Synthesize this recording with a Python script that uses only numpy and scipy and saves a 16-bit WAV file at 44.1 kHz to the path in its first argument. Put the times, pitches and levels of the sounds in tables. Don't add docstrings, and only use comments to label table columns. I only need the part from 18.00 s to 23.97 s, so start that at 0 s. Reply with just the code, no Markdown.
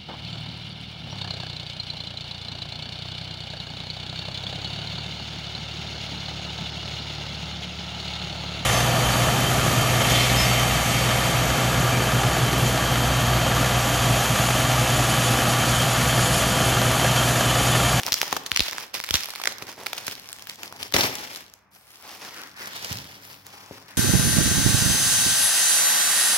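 import sys
import numpy as np
from scipy import signal
from scipy.fft import rfft, irfft, next_fast_len
from scipy.io import wavfile
from scipy.ndimage import uniform_filter1d, map_coordinates

SR = 44100
rng = np.random.default_rng(int(sys.argv[2]) if len(sys.argv) > 2 else 0)


def generate_wav(signal):
    frames = np.transpose(np.atleast_2d(signal))
    scaled = np.clip(frames, -1, 1) * 32767
    pcm = np.round(scaled).astype(np.int16)
    wavfile.write(sys.argv[1], SR, pcm)


N = 263277
TIME = np.arange(N) / SR
FLIP_S = 2.936
TOP_HZ = 15900


# (time [s], energy as a 1 ms burst [dB], ring pitch [Hz], crack decay [ms])
BUCKLES = [(0.0334, -20.5, 3400, 1.7), (0.081, -19.5, 1150, 1.1), (0.1218, -7, 4870, 0.96),
           (0.1296, -10, 4750, 0.76), (0.1413, -8.5, 5630, 1.5), (0.2157, -6.5, 4900, 0.32),
           (0.2296, -14.5, 1330, 1.4), (0.3269, -9, 1070, 2.3), (0.366, -12.5, 1170, 4.3),
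           (0.4626, -18.5, 4130, 6), (0.5169, -9, 3000, 0.9), (0.562, -7, 2580, 1.05), (0.573, -9, 4440, 1),
           (0.5949, -6, 3620, 0.53), (0.605, -6, 3960, 1), (0.6838, -19, 2040, 2.5),
           (0.7243, -25, 1720, 3.6), (0.7312, -21.5, 2230, 0.48), (0.7824, -18, 1680, 0.2),
           (0.9419, -24, 3000, 0.56), (0.9498, -20, 2490, 1.1), (1.0015, -19, 2250, 0.55),
           (1.0394, -20.5, 2280, 0.42), (1.0445, -22, 2160, 1.6), (1.0897, -20, 2500, 0.9),
           (1.1083, -10.5, 3400, 0.93), (1.141, -5.5, 3850, 2), (1.149, -14, 3450, 2.5),
           (1.1544, -8, 3700, 3.2), (1.2869, -25.5, 1240, 0.89), (1.3044, -23, 4700, 2.8),
           (1.3365, -29.5, 1400, 0.95), (1.359, -23.5, 2220, 0.81), (1.3992, -24.5, 1214, 2),
           (1.416, -22.5, 2340, 1.4), (1.4374, -17, 2520, 2.1), (1.4557, -14.5, 2120, 1.7),
           (1.473, -7.5, 2040, 2.2), (1.6229, -22.5, 2380, 5), (1.862, -22.5, 3020, 0.91),
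           (1.8663, -15, 2310, 2), (1.9313, -16.5, 2330, 2.1), (1.9792, -19.5, 3000, 6.9),
           (2.067, -18.5, 10200, 4.5), (2.08, -16.5, 2420, 2.7), (2.121, -31, 4400, 2.1),
           (2.3291, -23.5, 8500, 1.1), (2.4975, -22.5, 4800, 0.29), (2.6331, -22.5, 2530, 0.31),
           (2.7252, -28, 1390, 0.79), (2.829, -18.5, 3000, 3), (2.924, -23, 2350, 0.43),
           (2.9397, -8.5, 3900, 4.6), (2.943, -9, 1980, 6.5), (2.9649, -5.5, 2230, 2.2),
           (3.009, -8, 3570, 6), (3.0385, -18, 2370, 4.1), (3.154, -20.5, 6500, 3),
           (3.1843, -26.5, 3300, 7.7), (3.36, -24, 4460, 2.3), (3.5384, -34.5, 6000, 0.7),
           (4.672, -23.5, 1600, 6.9), (4.7639, -27, 3630, 2.6), (4.846, -22, 4800, 3),
           (4.9278, -20.5, 6400, 2.1), (5.4665, -31, 7300, 1.2)]


def snaps(crack=2.2, ring_cycles=2.1, ring_db=4.0, ring_octaves=1.4, ring_mix=0.59, size=1024):
    out, t = np.zeros((2, N)), np.arange(size) / SR
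    hz = np.geomspace(50, 16000, 36)
    delay_s = 0.00033 / np.sqrt(1 + np.fft.rfftfreq(size, 1 / SR) / 1000)
    dispersion = np.exp(-2j * np.pi * np.cumsum(delay_s) * SR / size)
    for s, db, ring_hz, decay_ms in BUCKLES:
        focus_db = 0.31 * (db + 12.5)
        body_db = -12.5 - 7 * np.log2(ring_hz / 3000) - focus_db
        edge_db = -9.5 - focus_db
        film_eq = [(50, body_db - 4.5), (400, body_db + 8.5), (900, body_db + 16), (1700, 2.5),
                   (5800, 4.4), (8200, edge_db + 3.5), (12000, edge_db + 7), (16000, edge_db + 2.5)]
        eq_db = at(film_eq, hz) + ring_db * bell(hz, ring_hz, ring_octaves)
        burst = stereo_noise(size, alike=0.28) * np.exp(-t * 1000 / decay_ms)
        burst[:, 0] -= crack
        scatter = unit(colour(irfft(rfft(burst) * dispersion), np.c_[hz, eq_db]))
        snap = click_level(scatter + ring_mix * facet_ring(t, ring_hz, ring_cycles), db)
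        add(out, s, snap)
        lead_s = 0.0028 * rng.uniform(0.25, 2)
        add(out, s - lead_s, snap * undb(-14.5) * rng.random())
    return out


def facet_ring(t, hz, cycles):
    phase = rng.standard_normal((2, 1))
    return unit(np.sin(2 * np.pi * hz * t + phase) * np.exp(-t * hz / cycles))


# (frequency [Hz], gain [dB])
FILM_EQ = [(30, -50), (200, -26.5), (800, -8), (1500, 0.5), (2400, 2.5), (3800, -2), (5500, 1),
           (8000, -12.5), (11500, -9), (15000, -10.5)]
CARD_EQ = [(20, -50), (50, -9), (100, -3), (200, 1), (450, 5), (650, 4.5), (900, 7), (1300, 0.5),
           (2200, -1), (6000, -15.5)]


def rustle(film_trim_db=-2.5, slide_db=-4, bunch_db=2):
    creases = grains(per_s=330, spread_db=4.8, ring_s=0.00055, alike=0.35)
    sliding = grains(per_s=6300, spread_db=2.5, ring_s=0.00042, alike=0.36)
    crease_share = curve([(2.9, 0.13), (3.1, 0.046), (4.3, 0.024), (5.9, 0.033)])
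    blend = np.sqrt(crease_share) * creases + undb(slide_db) * np.sqrt(1 - crease_share) * sliding
    film = unit(colour(blend, FILM_EQ))
    rubbing = grains(per_s=1100, spread_db=2.0, ring_s=0.00065, alike=0.99)
    card = unit(colour(rubbing, CARD_EQ))
    film_gain, card_gain = handling()
    both = film * film_gain * undb(film_trim_db) + card * card_gain
    return both * undb(bunch_db * wander(per_s=70))


# (time [s], hold [s], relative film level [dB], relative card level [dB])
FINGER_TUGS = [(-0.02, 0.026, -31.5, -35.5), (0.048, 0.033, -30, -33), (0.136, 0.2, -36, -46.5),
               (0.4, 0.094, -49.5, -49), (0.5, 0.056, -40.5, -68), (0.59, 0.1, -33, -50),
               (0.709, 0.12, -37.5, -43.5), (0.931, 0.032, -29, -42.5), (1.026, 0.18, -41, -55.5),
               (1.129, 0.1, -31.5, -50), (1.24, 0.17, -39.5, -54.5), (1.441, 0.076, -40, -44.5),
               (1.569, 0.059, -48, -47), (1.661, 0.052, -38, -46), (1.764, 0.1, -45, -43.5),
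               (1.867, 0.22, -41.5, -49.5), (2.07, 0.057, -37.5, -52), (2.16, 0.28, -46.5, -56.5),
               (2.457, 0.062, -39.5, -51.5), (2.574, 0.094, -43.5, -47), (2.704, 0.067, -49, -47),
               (2.784, 0.065, -38.5, -45.5)]


def handling():
    moves = [(swell(s, hold_s, attack_s=0.015, fall_db_per_s=337.5), film_db, card_db)
             for s, hold_s, film_db, card_db in FINGER_TUGS]
    crash_film_db, crash_card_db = -22.5, -29.5
    crash = swell(FLIP_S, hold_s=0.11, attack_s=0.012, fall_db_per_s=258)
    settling = undb(-5.5) * swell(FLIP_S, hold_s=0.44, attack_s=0.012, fall_db_per_s=103)
    since_s = np.maximum(TIME - FLIP_S, 0)
    moves.append((crash, crash_film_db, crash_card_db))
    moves.append((settling, crash_film_db - 27 * since_s, crash_card_db - 38 * since_s))
    for s, hold_s, film_db, _, rasp_hz in TABLE_PUSHES:
        card_db = film_db - 7.5 - 0.64 * np.log2(rasp_hz / 1700)
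        moves.append((swell(s, hold_s, PUSH_ATTACK_S, PUSH_FALL_DB_PER_S), film_db, card_db))
    film_power = sum((shape * undb(db)) ** 2 for shape, db, _ in moves)
    card_power = sum((shape * undb(db)) ** 2 for shape, _, db in moves)
    return np.sqrt(film_power), np.sqrt(card_power)


PUSH_ATTACK_S, PUSH_FALL_DB_PER_S = 0.064, 107
# (time [s], hold [s], relative film level [dB], relative rasp level [dB], rasp centre [Hz])
TABLE_PUSHES = [(3.704, 0.039, -49.5, -51.5, 12200), (3.842, 0.35, -50, -58, 11500),
                (4.006, 0.13, -41, -50.5, 900), (4.18, 0.11, -37.5, -51, 1680),
                (4.322, 0.086, -39.5, -43.5, 1550), (4.544, 0.11, -39, -40.5, 1670),
                (4.685, 0.07, -36.5, -40.5, 3870), (4.794, 0.14, -32.5, -46, 4500),
                (5.028, 0.13, -46, -68, 1980), (5.19, 0.13, -45, -50, 14600), (5.42, 0.39, -46.5, -55, 990),
                (5.848, 0.063, -49.5, -48, 1700)]


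def scrape(trim_db=-4.52, rasp_octaves=0.58):
    size = next_fast_len(N)
    hz = np.fft.rfftfreq(size, 1 / SR)
    slip_spectrum = rfft(grains(per_s=2700, spread_db=0.5, ring_s=0.00015, alike=0.26), size)
    envelopes = np.array([swell(s, hold_s, PUSH_ATTACK_S, PUSH_FALL_DB_PER_S) * undb(rasp_db)
                          for s, hold_s, _, rasp_db, _ in TABLE_PUSHES])
    rasp_hz = np.array(TABLE_PUSHES)[:, -1]
    out = np.zeros((2, N))
    for centre in np.geomspace(600, 15000, 12):
        band = unit(irfft(slip_spectrum * bell(hz + 1, centre, octaves=0.25), size)[:, :N])
        out += band * (bell(centre, rasp_hz, rasp_octaves) @ envelopes)
    return out * undb(trim_db)


# (frequency [Hz], gain [dB])
TICK_EQ = [(100, -35.5), (700, 0.5), (2000, -3.5), (5500, 2.5), (8000, -5.5), (12000, -1), (15000, -6)]


def ticks(per_s=75, base_db=-31, spread_db=4.5, sliding_db=-6, ring_hz=3600, ring_mix=0.62, size=256):
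    out, t = np.zeros((2, N)), np.arange(size) / SR
    film_gain, _ = handling()
    effort = (film_gain / undb(-40)) ** 0.9
    times = np.cumsum(rng.gamma(2, 0.5, 700)) / per_s
    variations = np.clip(rng.standard_normal((len(times), 2)), -2, 2)
    for s, (strength, pitch) in zip(times, variations):
        hz = min(ring_hz * 2 ** (0.72 * pitch), TOP_HZ)
        crack = unit(stereo_noise(size, alike=0.18) * np.exp(-t / 0.00031))
        db = base_db + spread_db * strength + sliding_db * (s > FLIP_S)
        tick = click_level(crack + ring_mix * facet_ring(t, hz, cycles=1.54), db)
        add(out, s, tick * effort[min(int(s * SR), N - 1)])
    return colour(out, TICK_EQ)


# (frequency [Hz], relative level [dB], t60 [s])
BOARD_MODES = [(87, -5, 0.18), (121.5, -5.5, 0.068), (134, 1.5, 0.033), (190, -5, 0.066), (267, -2.5, 0.14),
               (393, -2, 0.17), (421, -4, .16), (530, 7.5, 0.047), (760, -27, .12), (863, -4, 0.09),
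               (1080, -24, .1)]
# (time [s], peak level [dB], contact [ms], left minus right [dB])
BUMPS = [(0.328, -22.5, 0.74, 0.5), (1.624, -27.5, 0.57, 4.5), (2.082, -31, 1.4, 4),
         (2.828, -35.5, 0.78, 0), (2.944, -13.5, 1.04, 4), (2.9644, -15, 0.6, 13), (3.042, -19, 0.86, 4),
         (4.910, -24.5, 4.5, -3.5), (4.955, -38, 4, 1), (5.7103, -27.5, 0.95, 2.5)]


def knocks(slap_mix=4.8, slap_hz=290, slap_s=0.0012, size=16384):
    out, t = np.zeros((2, N)), np.arange(size) / SR
    ring = sum(undb(db) * np.cos(2 * np.pi * hz * t) * decay(t, t60) for hz, db, t60 in BOARD_MODES)
    slap = slap_mix * np.cos(2 * np.pi * slap_hz * t) * np.exp(-t / slap_s)
    radiated = low_cut(ring + slap, hz=92, order=3)
    for s, db, contact_ms, side_db in BUMPS:
        force = np.sin(np.pi * np.minimum(t * 1000 / contact_ms, 1))
        knock = signal.fftconvolve(radiated, force)[:size]
        add(out, s, knock / np.abs(knock).max() * undb(db) * pan(side_db))
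    return out


# (time [s], level [dB], swing [Hz], t60 [s], left minus right [dB])
PANEL_POPS = [(0.122, -25, 80, 0.034, -19), (0.139, -44, 80, 0.031, -13), (0.215, -29.5, 80, 0.014, 22),
              (0.519, -31, 72, 0.093, 30), (0.5616, -45.5, 80, 0.056, 16), (0.5734, -45, 80, 0.059, 16),
              (0.5947, -20, 72, 0.019, -1.5), (.606, -20.5, 58, 0.069, -32), (1.1088, -25.5, 70, 0.093, 20),
              (1.1434, -21, 74, 0.087, -4), (2.943, -23.5, 61.9, 0.056, 7), (2.972, -29, 85, 0.062, 6)]


def puffs(suction=1.3, suction_s=0.00083, detune=0.084, size=8192):
    out, t = np.zeros((2, N)), np.arange(size) / SR
    pull = suction * (t / suction_s) * np.exp(1 - (t / suction_s) ** 2)
    for s, db, hz, t60, side_db in PANEL_POPS:
        stereo_hz = hz * (1 + detune * np.array([[1], [-1]]))
        swing = np.sin(2 * np.pi * stereo_hz * t) * decay(t, t60)
        add(out, s, (swing - pull) * undb(db) * pan(side_db))
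    return out


# (time [s], left minus right [dB], left delay [ms])
HAND_PATH = [(0, 0, -0.0092), (1.5, -2.5, 0.1), (2.2, -0.5, -0.087), (2.95, 1.5, -0.21), (3.4, 2, -0.29),
             (4.3, 0.5, 0.048), (4.8, -0.5, 0.29), (5.3, 2, 0.24), (5.9, 2, 0.12)]


def place(x):
    lag_samples = curve(HAND_PATH, column=2) * SR / 1000
    left = map_coordinates(x[0], [np.arange(N) - lag_samples], order=5)
    return np.array([left, x[1]]) * pan(curve(HAND_PATH))


# (frequency [Hz], t60 [s])
TAIL_T60 = [(100, 0.55), (500, 1), (2000, 0.7), (5000, 0.34), (10000, 0.13), (15000, 0.29)]
# (frequency [Hz], gain [dB])
TAIL_EQ = [(50, -6.5), (110, -1), (300, -6), (900, -13), (2500, -10), (5000, -5.5), (8000, -1.5),
           (15000, -3.5)]
# (frequency [Hz], relative level [dB])
STANDING_WAVES = [(94, -2.5), (118, 0), (378, -16), (435, 6), (530, 1), (759, 0), (845, 5), (1095, 1)]


def room(x, wet_db=-6.0, predelay_s=0.0087, build_s=0.0017, modes_db=-66, bands=14):
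    t, hz = TIME[:SR], np.fft.rfftfreq(SR, 1 / SR)
    centres = np.geomspace(60, 16000, bands)
    tail = np.zeros((2, SR))
    for k, centre in enumerate(centres):
        band = np.sqrt(at(np.c_[centres, np.arange(bands) == k], hz))
        noise = stereo_noise(SR, alike=1 / (1 + (centre / 800) ** 2))
        tail += irfft(rfft(noise) * band) * decay(t, at(TAIL_T60, centre))
    onset = 1 - np.exp(-np.maximum(t - predelay_s, 0) / build_s)
    tail = colour(unit(tail * onset) / np.sqrt(SR), TAIL_EQ)
    for mode_hz, db in STANDING_WAVES:
        wave = np.sin(2 * np.pi * (mode_hz * t + rng.random()))
        tail += undb(modes_db + db) * onset * wave * decay(t, at(TAIL_T60, mode_hz))
    return undb(wet_db) * signal.fftconvolve(x, tail, axes=1)[:, :N]


# (frequency [Hz], gain [dB])
AIR_EQ = [(25, -88), (60, 9.5), (100, -29), (200, 1), (280, -30), (420, -42.5), (620, -6), (820, -2.5),
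          (1050, -3), (2500, -11.5), (8000, -104), (15000, -74)]
# (frequency [Hz], level before the fader [dB])
DRONE_PARTIALS = [(102, -67.5), (140, -72), (194, -71.5), (280, -72.5)]
# (time [s], gain [dB])
DRONE_FADER = [(0, -18), (2.8, 4), (3.6, -7), (4.1, -6.5), (4.9, 8), (5.9, 2)]


def room_tone(air_db=-63, waver_db=2.5):
    air = unit(colour(stereo_noise(N, alike=0.6), AIR_EQ)) * undb(air_db)
    drone = np.zeros(N)
    for hz, db in DRONE_PARTIALS:
        amplitude = np.sqrt(2) * undb(db - waver_db * wander(per_s=43))
        drone += amplitude * np.sin(2 * np.pi * hz * TIME + wander(per_s=9.7))
    return air + drone * undb(curve(DRONE_FADER))


def grains(per_s, spread_db, ring_s, alike, facets=14, size=256):
    out, t = np.zeros((2, N)), np.arange(size) / SR
    for _ in range(facets):
        strength = undb(spread_db * np.minimum(rng.exponential(size=N), 3.5))
        fires = rng.random(N) < per_s / facets / SR
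        slips = fires * strength * rng.choice([-1, 1], N)
        facet = unit(stereo_noise(size, alike) * np.exp(-t / ring_s))
        out += signal.oaconvolve(slips[None], facet, axes=1)[:, :N]
    return unit(out)


def swell(s, hold_s, attack_s, fall_db_per_s):
    rise = np.clip((TIME - s) / attack_s, 0, 1)
    return rise * undb(-fall_db_per_s * np.maximum(TIME - s - hold_s, 0))


def decay(t, t60):
    return np.exp(-np.log(1000) * t / t60)


def wander(per_s):
    hold = int(SR / per_s)
    steps = np.repeat(rng.standard_normal(N // hold + 1), hold)
    return unit(uniform_filter1d(steps, hold)[:N])


def stereo_noise(size, alike):
    noise = rng.standard_normal((size, 3)).T
    return np.sqrt(alike) * noise[0] + np.sqrt(1 - alike) * noise[1:]


def colour(x, eq, size=2048):
    gain = undb(at(eq, np.fft.rfftfreq(size, 1 / SR)))
    cepstrum = irfft(np.log(gain))
    cepstrum[1:size // 2] *= 2
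    cepstrum[size // 2 + 1:] = 0
    impulse = irfft(np.exp(rfft(cepstrum)))
    return signal.fftconvolve(x, impulse[None], axes=1)[:, :x.shape[1]]


def low_cut(x, hz, order):
    return signal.sosfilt(signal.butter(order, hz, "high", fs=SR, output="sos"), x)


def bell(hz, centre_hz, octaves):
    return np.exp(-(np.log2(hz / centre_hz) / octaves) ** 2)


def at(points, hz):
    frequencies, values = np.transpose(points)
    return np.interp(np.log(np.maximum(hz, 1)), np.log(frequencies), values)


def curve(rows, column=1):
    rows = np.array(rows)
    return np.interp(TIME, rows[:, 0], rows[:, column])


def pan(db):
    gains = undb(np.array([db, -db]).reshape(2, -1) / 2)
    return gains / np.sqrt(np.mean(gains ** 2, axis=0))


def click_level(x, db):
    return unit(x) * np.sqrt(SR / 1000 / x.shape[1]) * undb(db)


def undb(db):
    return 10 ** (np.asarray(db) / 20)


def unit(x):
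    return x / np.sqrt(np.mean(x ** 2))


def add(out, s, sound):
    i = max(int(s * SR), 0)
    out[:, i:i + sound.shape[1]] += sound[:, :max(N - i, 0)]


def scene():
    package = snaps() + ticks() + rustle() + scrape() + knocks()
    return place(package) + room(package) + puffs() + room_tone()


def record(dry):
    thin = low_cut(dry, hz=33, order=2)
    rounded = 0.9 * np.tanh(thin / 0.9)
    return signal.sosfilt(signal.ellip(8, 0.2, 70, TOP_HZ, fs=SR, output="sos"), rounded)


dry = scene()
out = record(dry)
generate_wav(out)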